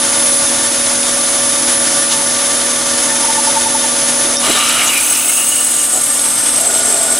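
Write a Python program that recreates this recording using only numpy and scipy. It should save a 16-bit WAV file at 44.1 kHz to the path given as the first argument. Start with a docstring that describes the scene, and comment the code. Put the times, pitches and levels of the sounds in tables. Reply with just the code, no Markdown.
"""A small lathe spins a brass bar at about 660 rpm, close to a stereo microphone.
From the start, steady tones make the hum and whine of motor and gears, and shaped noise the rush of bearings.
Single chips, knocks and squeaks come first, then a pilot drill grazes the bar and chirps on it once a turn.
It bites with a coarse scrape, made of tiny random fractures, and cuts on with ringing flutes and a hiss of chips.
Last comes a high squeal, a wavering tone that throbs with every turn; later the drill is fed more gently."""
import sys
import numpy as np
from scipy import signal
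from scipy.fft import rfft, irfft
from scipy.io import wavfile
from scipy.ndimage import uniform_filter1d

SR = 44100
rng = np.random.default_rng(int(sys.argv[2]) if len(sys.argv) > 2 else 0)


def wrap_up_sound(samples):
    """Save the sound to the file named by the first command line argument, as 16-bit audio."""
    columns = np.atleast_2d(samples).T
    # keep every value between -1 and 1, then stretch to whole-number steps
    tamed = np.clip(columns, -1, 1)
    steps = np.round(tamed * 32767).astype(np.int16)
    wavfile.write(sys.argv[1], SR, steps)


N = 317079

# Hum of the motor. Each row: multiple of the motor speed, level in dB before load and flutter.
HUM_TONES = [(3, -50.0), (6, -32.0), (12, -37.8), (18, -42.2)]
# Whine of the motor. Each row: multiple of the motor speed, level in dB before the shared trim and changes.
WHINE_TONES = [(231, -36.8), (233, -34.1), (234, -32.4), (235, -41.6), (237, -35.7), (238, -41.6),
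               (239, -41.8), (240, -39.8), (243, -27.5), (244, -33.8), (245, -27.2), (246, -28.5),
               (247, -26.7), (248, -37.7), (249, -30.4), (250, -39.1), (251, -34.1), (252, -36.4),
               (253, -31.3), (254, -38.7), (255, -27.6), (256, -34.6), (257, -42.4), (258, -36.0),
               (259, -24.7), (260, -40.9), (261, -33.5)]
# Gear and belt tones. Each row: pitch in Hz, level in dB before the shared trim, change under full load in dB.
GEAR_TONES = [(281.8, -35, -4), (332, -36, -8.5), (562.2, -25.5, -12.5), (1176, -33, -5), (1450, -45, 4.5)]
# Colour of the bearing and brush noise. Each row: frequency in Hz, level in dB per Hz before the shared trim.
RUSH_COLOUR = [(25, -69), (130, -61), (210, -63), (300, -52.5), (430, -63.5), (600, -53.5), (780, -59.5),
               (1500, -59), (2600, -59), (6500, -58), (9200, -56), (10400, -53), (11500, -67),
               (15000, -95.5)]
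# Resonances of headstock and guards. Each row: centre in Hz, width in Hz, lift in dB (below 0 is a dip).
HEADSTOCK_MODES = [(901, 76, 8), (1167, 22, 9), (1447, 65, 6), (1781, 19, 8), (2110, 24, 4), (3110, 73, 3),
                   (2600, 110, -2.5), (3560, 170, 2), (3860, 90, -2.5), (4110, 28, -10), (5080, 86, 3.5),
                   (5480, 250, 3.5), (6210, 350, 7), (6650, 130, 5.5), (7640, 97, 3.9)]
# Slow swells and sinks of the whine. Each row: middle in seconds, length in seconds, change in dB.
WHINE_DRIFTS = [(.3, .22, 3.2), (1.72, .28, 2.5), (2.86, 0.13, -2.5), (4.15, .3, 0.3)]
# Colour of the swarf ticks. Each row: frequency in Hz, relative level in dB.
TICK_COLOUR = [(1500, -14), (3500, 1.5), (5500, -3.5), (8000, -2), (11000, -20), (15000, -45)]
# Chips cracking off and tailstock knocks.
# Each row: middle in seconds, rms level at the middle in dB, centre in Hz, width in Hz, length in seconds.
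CHIP_HITS = [(2.124, -18.5, 3420, 1500, 0.018), (2.13, -18, 6300, 3000, .025), (2.157, -33, 154, 50, 0.044),
             (3.47, -21, 5200, 900, 0.014), (4.267, -26, 345, 90, .025), (4.371, -13, 5600, 900, .002),
             (4.382, -20, 5503, 500, .013), (4.443, -19, 970, 250, 0.014), (4.44, -25, 3950, 401, 0.011),
             (4.5, -21.5, 335, 300, 0.015), (4.56, -21, 3600, 1000, .025), (4.672, -17, 5700, 500, .003),
             (4.877, -14.5, 6800, 1800, .013), (5.155, -20, 5550, 500, .007)]
# Short squeaks: the tip grazing the face at first, then the lips sticking and slipping.
# Each row: middle in seconds, rms level of the pure tone at the middle in dB, pitch in Hz, length in seconds.
SHORT_SQUEAKS = [(2.19, -30, 895, .1), (3.11, -24, 895, .012), (3.245, -22, 897, .009),
                 (4.446, -20, 1170, .012), (4.45, -29, 2900, .01), (4.58, -19, 1190, .02),
                 (4.897, -19.5, 2900, .01), (4.942, -25, 2530, .018), (4.978, -17.5, 2435, 0.017),
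                 (5.293, -23, 2885, .012), (5.296, -25, 2140, .012), (5.38, -23, 2900, .01),
                 (5.426, -25.5, 2860, 0.024), (5.53, -22.5, 2890, .011), (5.593, -24, 2880, .012),
                 (5.622, -26, 2925, .014), (5.814, -25.5, 2890, 0.014)]
# Modes of the flutes and tailstock; many glide as the hole grips more of them. Each row: start in seconds,
# end in seconds, first Hz, last Hz, width in Hz, first level in dB, last level in dB, before the stutter.
FLUTE_MODES = [(4.43, 4.92, 1175, 1215, 150, -27.5, -26), (4.6, 4.9, 1330, 1330, 160, -30, -29),
               (4.95, 7.3, 1300, 1300, 280, -38.5, -38), (4.44, 4.99, 2910, 2890, 220, -28, -27),
               (5.05, 5.92, 2860, 2900, 300, -30.5, -35), (4.51, 4.87, 3130, 3130, 160, -30, -32),
               (4.52, 4.92, 2650, 2600, 400, -29, -27), (4.77, 4.85, 2050, 2250, 700, -24, -21),
               (4.9, 5.03, 2480, 2380, 450, -22.5, -25), (5.03, 5.46, 2480, 2740, 240, -25.5, -31),
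               (4.46, 4.95, 7850, 7850, 700, -25, -26), (4.46, 4.95, 9400, 8700, 400, -28, -29),
               (5.0, 6.27, 6350, 7170, 700, -24, -28.5), (5.0, 5.949, 9620, 9950, 450, -26, -24),
               (6.0, 6.28, 10700, 10550, 800, -23.5, -24), (4.83, 6.35, 12600, 12600, 3100, -31, -36),
               (4.98, 6.35, 15000, 17000, 550, -29, -39), (6.553, 7.25, 7580, 7650, 500, -23, -25),
               (6.57, 7.25, 660, 670, 160, -28, -28.5), (6.62, 7.25, 420, 425, 120, -35, -36),
               (6.55, 7.25, 1455, 1455, 60, -35.5, -33)]
# The lips grab: the tailstock grumbles and the squeal sags.
# Each row: middle in seconds, length in seconds, grumble in dB, drop of the squeal's pitch in Hz.
LIP_GRABS = [(4.321, .04, -27, 0), (4.485, .03, -21.5, 0), (4.565, .03, -26, 0), (4.806, .04, -28, 0),
             (4.89, 0.031, -28, 0), (5.11, 0.026, -37, 121.5), (5.275, 0.037, -34, 109.5),
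             (5.385, 0.021, -46, 69.5), (5.655, 0.0173, -47, 90), (5.965, 0.032, -28, 300),
             (6.22, .03, -38, 131), (6.697, .055, -29, 280), (6.745, .02, -27.5, -0.5),
             (6.94, 0.049, -29, 132), (7.025, .03, -33, 229), (7.067, .018, -29, 0),
             (7.128, 0.022, -30, 68)]
# Colour of the tailstock's grumble. Each row: frequency in Hz, relative level in dB.
GRUMBLE_COLOUR = [(40, -26), (200, -16), (380, 3), (520, -2), (680, 8), (850, 1), (1100, -22), (1450, 4.5),
                  (1800, -61)]
# Colour of the scrape. Each row: frequency in Hz, relative level in dB.
SCRAPE_COLOUR = [(500, -18), (1000, -8.5), (1300, -2.5), (1700, -3), (3000, 1.5), (4200, -2.5), (6000, -26),
                 (11000, -26)]
# Resonances of the drill in the scrape. Each row: centre in Hz, width in Hz, lift in dB.
DRILL_MODES = [(1196, 90, 11.3), (1410, 77, 5.4), (2310, 93, 8.1), (2500, 77, 2.4), (2886, 39, 12.8),
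               (3200, 50, 5.8), (3920, 120, 9.1)]
# Colour of the chips' hiss. Each row: frequency in Hz, relative level in dB.
HISS_COLOUR = [(4000, -22), (5800, -12), (6600, 1.5), (7700, 15.5), (8900, 14), (10000, 9), (11200, 8.5),
               (12700, 2.5), (13700, -4), (15800, -10.5)]
# Resonances of the drill in the hiss. Each row: centre in Hz, width in Hz, lift in dB (below 0 is a dip).
DRILL_TREBLE_MODES = [(6470, 230, 0), (7900, 330, 1.5), (9600, 300, 7), (11280, 300, -6), (11850, 350, 6),
                      (12300, 260, 5), (14200, 220, 3), (14480, 220, -4), (14900, 400, 4.5)]
# The squeal's free pitch, before it sags and wanders. Each row: time in seconds, pitch in Hz.
SQUEAL_PITCH = [(5.0, 8260), (5.2, 8230), (5.5, 8210), (5.8, 8300), (6.15, 8330), (6.45, 8430),
                (6.63, 8360), (6.9, 8320), (7.1, 8370), (7.19, 8400)]
# The hole is out of round. Each row: tight spots per turn, swing in dB, place in the turn from 0 to 1.
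HOLE_TIGHT_SPOTS = [(1, 1.9, .14), (2, 1.0, .2), (3, 1.3, .32), (4, 2.0, .055), (5, 1.3, .055), (6, .7, .1),
                    (7, .8, .03)]

TIME = np.arange(N) / SR
FREQ = np.maximum(np.arange(N // 2 + 1) * SR / N, 1)
SIDES = np.array([[1], [-1]])  # left, right

MOTOR_HZ, SPINDLE_HZ = 40.597, 10.98
# the whine and the rush dip briefly just before the bite
DIP_S, DIP_LENGTH_S, DIP_DB = 4.38, 0.016, -5.5
# a motor bearing sings, swayed by the belt's tight spot
SING_HZ, SING_WIDTH_HZ, SING_DB = 3647, 46, -37
BELT_LAP_HZ, BELT_TIGHT_S = 6.65, .03
# the tip rubs the face once a turn, hardest in the middle of the run; the ends are quieter
RUB_FIRST_S, RUB_HZ, RUB_LENGTH_S = 3.3, 890, 0.014
RUB_DB, RUB_ENDS_DB = -16, -4.5
# the drill bites, sinks in to its full width, and later is fed more gently
BITE_S, BITE_ATTACK_S, SINK_S = 4.43, 0.048, 0.76
EASE_S, EASE_TIME_S, EASED_LOAD = 6.17, 0.45, 0.71
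# the scrape is coarse while the point enters, then settles
SCRAPE_DB, ENTRY_DB, ENTRY_HOLD_S, SETTLE_S = -33.5, 14, 0.38, 0.43
# the hiss is strongest while the chips fly clear of the shallow hole
HISS_DB, HISS_LOAD_DB = -24, 2.6
SPRAY_DB, SPRAY_S, SPRAY_LENGTH_S = 4, 5.18, 0.52
# the squeal starts abruptly and grows as the hole deepens
SQUEAL_S, SQUEAL_ATTACK_S, SQUEAL_DB = 5.0, .02, -15.5
SQUEAL_YOUNG_DB, SQUEAL_GROW_S = -6, 0.32


def undb(db):
    """Turn decibels into gain."""
    return 10 ** (np.asarray(db) / 20)


def unit(x):
    """Scale to an average (rms) level of 1."""
    return x / np.sqrt(np.mean(x ** 2))


def curves(table):
    """Join the points of each column by straight lines in time."""
    s, *columns = np.transpose(table)
    return [np.interp(TIME, s, column) for column in columns]


def ramp(s, length):
    """A straight rise from 0 to 1, centred on s."""
    return np.clip((TIME - s) / length + .5, 0, 1)


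def swell(s, length):
    """A bell-shaped rise and fall that peaks at s."""
    return np.exp(-np.minimum(((TIME - s) / length) ** 2, 50))


def settle(s, length):
    """Hold at 1 until s, then die away."""
    return np.exp(-np.maximum(TIME - s, 0) / length)


def walk(rate):
    """Smooth random motion, mostly slower than rate changes a second, with a spread of 1."""
    smooth = rfft(rng.standard_normal(N)) / (1 + (FREQ / rate) ** 4)
    return unit(irfft(smooth, N))


def count_turns(hz):
    """Count the cycles run through so far."""
    return np.cumsum(hz * np.ones(N)) / SR


def tone(turns, db, spread=0.28):
    """A pure tone of the given rms level; it reaches the two ears slightly out of step."""
    phase = 2 * np.pi * (turns + rng.random())
    ear_shift = SIDES * spread * rng.choice([-1, 1])
    return np.sqrt(2) * undb(db) * np.sin(phase + ear_shift)


def grains(rate, scatter_db):
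    """Dense tiny fractures of random size, about rate a second; rms 1."""
    hits = rng.random(N) < rate / SR
    signs = rng.choice([-1, 1], N)
    return unit(hits * signs * undb(scatter_db * rng.standard_normal(N)))


def colour(points, resonances=()):
    """Gain at each frequency: a smooth spectrum, lifted or dipped at its resonances."""
    hz, db = np.transpose(points)
    db = np.interp(np.log(FREQ), np.log(hz), db)
    for centre, width, lift in resonances:
        db = db + lift / (1 + (2 * (FREQ - centre) / width) ** 2)
    return undb(db)


def radiate(force, gain, spread=0.19, bass_hz=200):
    """A force sounds through a body; reflections off the lathe bed make the ears differ above the bass."""
    direct = rfft(force) * gain
    scatter = np.exp(2j * np.pi * rng.random(len(FREQ)))
    side = direct * scatter * spread / (1 + (bass_hz / FREQ) ** 1.5)
    return irfft(direct, N) + SIDES * irfft(side, N)


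def ringing(hz, width):
    """A resonance of fixed or moving pitch, kept going by friction; rms 1."""
    angle = 2 * np.pi * count_turns(hz)

    def sway():
        return irfft(rfft(rng.standard_normal(N)) / (1 + (2 * FREQ / width) ** 2), N)

    return unit(radiate(sway() * np.cos(angle) + sway() * np.sin(angle), 1))


def drill_load():
    """Load from 0 to 1: it builds as the point sinks in and drops when the feed is eased."""
    sunk = ramp(BITE_S + SINK_S / 2, SINK_S)
    return sunk * (1 - (1 - EASED_LOAD) * ramp(EASE_S, EASE_TIME_S))


def running_noise(motor, rush_db=-0.5, rush_load_db=-6.0, brush_db=0.66):
    """Brushes and bearings rub harder once a motor or spindle turn; the rush sounds quieter while the drill cuts."""
    rub_db = brush_db * np.sin(2 * np.pi * motor)
    rub_db = rub_db + 0.033 * np.sin(2 * np.pi * SPINDLE_HZ * TIME) + 0.83 * walk(25)
    # the castings and covers have many small modes, which ripple the spectrum
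    ripple = unit(uniform_filter1d(rng.standard_normal(len(FREQ)), size=220))
    ripple_db = 1.58 * ripple * np.clip(FREQ / 1500, 0, 1)
    body = colour(RUSH_COLOUR, HEADSTOCK_MODES) * undb(ripple_db)
    # the square root turns a level per Hz into a level for the whole noise
    rush = radiate(rng.standard_normal(N) * undb(rub_db), body, spread=0.27) * np.sqrt(SR / 2)
    return rush * undb(rush_db + rush_load_db * drill_load() ** 2 + DIP_DB * swell(DIP_S, DIP_LENGTH_S))


def motor_tones(motor, waver, whine_db=-0.94, whine_cut_db=-5, hum_load_db=-7.5):
    """The motor hums and whines at multiples of its speed; both sound quieter while the drill cuts."""
    whine_level = whine_db + whine_cut_db * ramp(BITE_S, BITE_ATTACK_S) + DIP_DB * swell(DIP_S, DIP_LENGTH_S)
    whine_level = whine_level + sum(db * swell(s, length) for s, length, db in WHINE_DRIFTS)
    hum_level = hum_load_db * drill_load()
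    out = sum(tone(k * motor, db + whine_level + waver(), spread=0.32) for k, db in WHINE_TONES)
    return out + sum(tone(k * motor, db + hum_level + waver() / 2, spread=0.054) for k, db in HUM_TONES)


def gear_tones(clock, waver, gears_db=-2.0):
    """Gears and belt follow the shaft with a wobble of their own; load closes backlash and quiets most tones."""
    belt = clock + count_turns(0.00149 * walk(12.5))
    closed = (drill_load() + ramp(BITE_S, BITE_ATTACK_S)) / 2
    return sum(tone(hz * belt, db + gears_db + load_db * closed + 0.2 * waver())
               for hz, db, load_db in GEAR_TONES)


def machine(wobble=0.000225, flutter_db=2.5):
    """Motor, gears and running noise share one slightly uneven shaft speed."""
    clock = count_turns(1 + wobble * walk(4.1))
    motor = MOTOR_HZ * clock
    flutter = walk(8.2)

    def waver():  # the same flutter, shifted in time for each tone
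        return flutter_db * np.roll(flutter, rng.integers(N))

    return running_noise(motor) + motor_tones(motor, waver) + gear_tones(clock, waver)


def bearing(lap_db=4.5, waver_db=0.9, load_db=-7):
    """A motor bearing sings thinly, louder as the belt's tight spot comes round; it sounds quieter under load."""
    lap = np.cos(2 * np.pi * BELT_LAP_HZ * (TIME - BELT_TIGHT_S))
    level_db = SING_DB + lap_db * lap + waver_db * walk(9) + load_db * drill_load()
    return ringing(SING_HZ, width=SING_WIDTH_HZ) * undb(level_db)


def ticks(ticks_db=-33):
    """Loose swarf ticks faintly against the spinning chuck."""
    return unit(radiate(grains(130, 4.1), colour(TICK_COLOUR))) * undb(ticks_db)


def touches():
    """Now and then a chip cracks off or the tailstock knocks: a short burst of noise around one resonance."""
    out = 0
    for s, db, hz, width, length in CHIP_HITS:
        ring = 1 / (1 + (2 * (FREQ - hz) / width) ** 2)
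        burst = unit(irfft(rfft(rng.standard_normal(N)) * ring, N))
        out += burst * undb(db) * swell(s, length)
    return out


def rubs(count=7, rough=.45, graze_db=-31.0, graze_s=3.23, graze_length_s=0.25):
    """The tip grazes the face lightly and chirps against it once a turn."""
    strokes = 0
    for turn, place in enumerate(np.linspace(-1, 1, count)):
        level = undb(RUB_DB + RUB_ENDS_DB * place ** 2)
        strokes = strokes + level * swell(RUB_FIRST_S + turn / SPINDLE_HZ, RUB_LENGTH_S)
    graze = undb(graze_db) * swell(graze_s, graze_length_s)
    return strokes * tone(RUB_HZ * TIME, 0) + (rough * strokes + graze) * ringing(RUB_HZ, width=64)


def squeaks(rough=0.42, waver_hz=22):
    """The tip grazes the face at first, later the lips stick and slip: each time a short, rough tone."""
    waver = waver_hz * walk(60)
    out = 0
    for s, db, hz, length in SHORT_SQUEAKS:
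        squeak = tone(count_turns(hz + waver), 0) + rough * ringing(hz, width=220)
        out = out + squeak * undb(db) * swell(s, length)
    return out


def flutes(stutter_db=1.8, fade_share=0.12):
    """Friction keeps the flutes ringing, each mode in its own fits and starts; long rings fade more slowly."""
    out, fits = 0, walk(13)
    for start, end, first_hz, last_hz, width, first_db, last_db in FLUTE_MODES:
        hz, db = curves([(start, first_hz, first_db), (end, last_hz, last_db)])
        stutter = stutter_db * np.roll(fits, rng.integers(N))
        fade = fade_share * (end - start)
        present = ramp(start, fade) * (1 - ramp(end, fade))
        out = out + ringing(hz, width) * present * undb(db + stutter)
    return out


def lip_beat():
    """Two lips pass each high spot, so the cut pulses twice a turn."""
    return np.sin(2 * np.pi * 2 * SPINDLE_HZ * TIME)


def grumble(steady_db=-40):
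    """Tiny fractures of the brass shake the tailstock, hardest when the lips grab."""
    level = undb(steady_db) * ramp(BITE_S, BITE_ATTACK_S)
    level = level + sum(undb(db) * swell(s, length) for s, length, db, _ in LIP_GRABS)
    force = grains(700, 2.6) * undb(1.6 * lip_beat())
    return unit(radiate(force, colour(GRUMBLE_COLOUR))) * level


def judder(depth_db=2.1):
    """The point catches and lets go unevenly, many times a turn; rms 1."""
    return unit(undb(depth_db * walk(140)))


def scrape():
    """The lips tear off brass in tiny fractures, which shake the drill."""
    level_db = SCRAPE_DB + ENTRY_DB * settle(BITE_S + ENTRY_HOLD_S, SETTLE_S)
    force = grains(4000, 2.8) * undb(1.0 * lip_beat()) * judder()
    sound = unit(radiate(force, colour(SCRAPE_COLOUR, DRILL_MODES)))
    return sound * ramp(BITE_S, BITE_ATTACK_S) * undb(level_db)


def hiss():
    """Very dense, fine fractures make the chips hiss, more so under load."""
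    level_db = HISS_DB + SPRAY_DB * swell(SPRAY_S, SPRAY_LENGTH_S) + HISS_LOAD_DB * drill_load()
    force = grains(16000, 3.0) * undb(0.66 * lip_beat() + 2.2 * walk(60))
    sound = unit(radiate(force, colour(HISS_COLOUR, DRILL_TREBLE_MODES)))
    return sound * ramp(BITE_S, BITE_ATTACK_S) * undb(level_db)


def squeal(jitter_hz=34, wander_hz=24, uneven_db=2.5, rasp_db=-14, turn_sag_hz=26, grip_sag_hz=7):
    """The drill twists to and fro in the hole; its tone swells at tight spots, and slips roughen it."""
    angle = 2 * np.pi * SPINDLE_HZ * TIME
    grip_db = sum(db * np.cos(spots * (angle - 2 * np.pi * place)) for spots, db, place in HOLE_TIGHT_SPOTS)
    free_hz, = curves(SQUEAL_PITCH)
    hz = free_hz - turn_sag_hz * np.sin(angle)
    hz = hz - sum(sag * swell(s, length) for s, length, _, sag in LIP_GRABS)
    hz = hz + wander_hz * walk(54) - grip_sag_hz * grip_db  # each dB of grip pulls the pitch down
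    throb = unit(undb(grip_db + uneven_db * walk(81)))
    whistle = tone(count_turns(hz + jitter_hz * walk(180)), 0, spread=0.17)
    rasp = undb(rasp_db) * ringing(hz, width=320)
    level_db = SQUEAL_DB + SQUEAL_YOUNG_DB * settle(SQUEAL_S, SQUEAL_GROW_S)
    return (throb * whistle + rasp) * ramp(SQUEAL_S, SQUEAL_ATTACK_S) * undb(level_db)


def scene():
    """The running lathe sounds a little to the right, the drill's squeal a little to the left."""
    right, left = undb(SIDES * -.17), undb(SIDES * .7)
    lathe = right * (machine() + bearing() + ticks())
    drill = touches() + rubs() + squeaks() + flutes() + grumble() + scrape() + hiss()
    return lathe + drill + left * squeal()


def record(dry, top_hz=15800):
    """Round off the highest peaks and cut everything above the top frequency steeply."""
    rounded = dry / (1 + (dry / .95) ** 8) ** (1 / 8)
    low_pass = signal.ellip(10, .2, 80, top_hz, fs=SR, output="sos")
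    return signal.sosfilt(low_pass, rounded)


dry = scene()
out = record(dry)
wrap_up_sound(out)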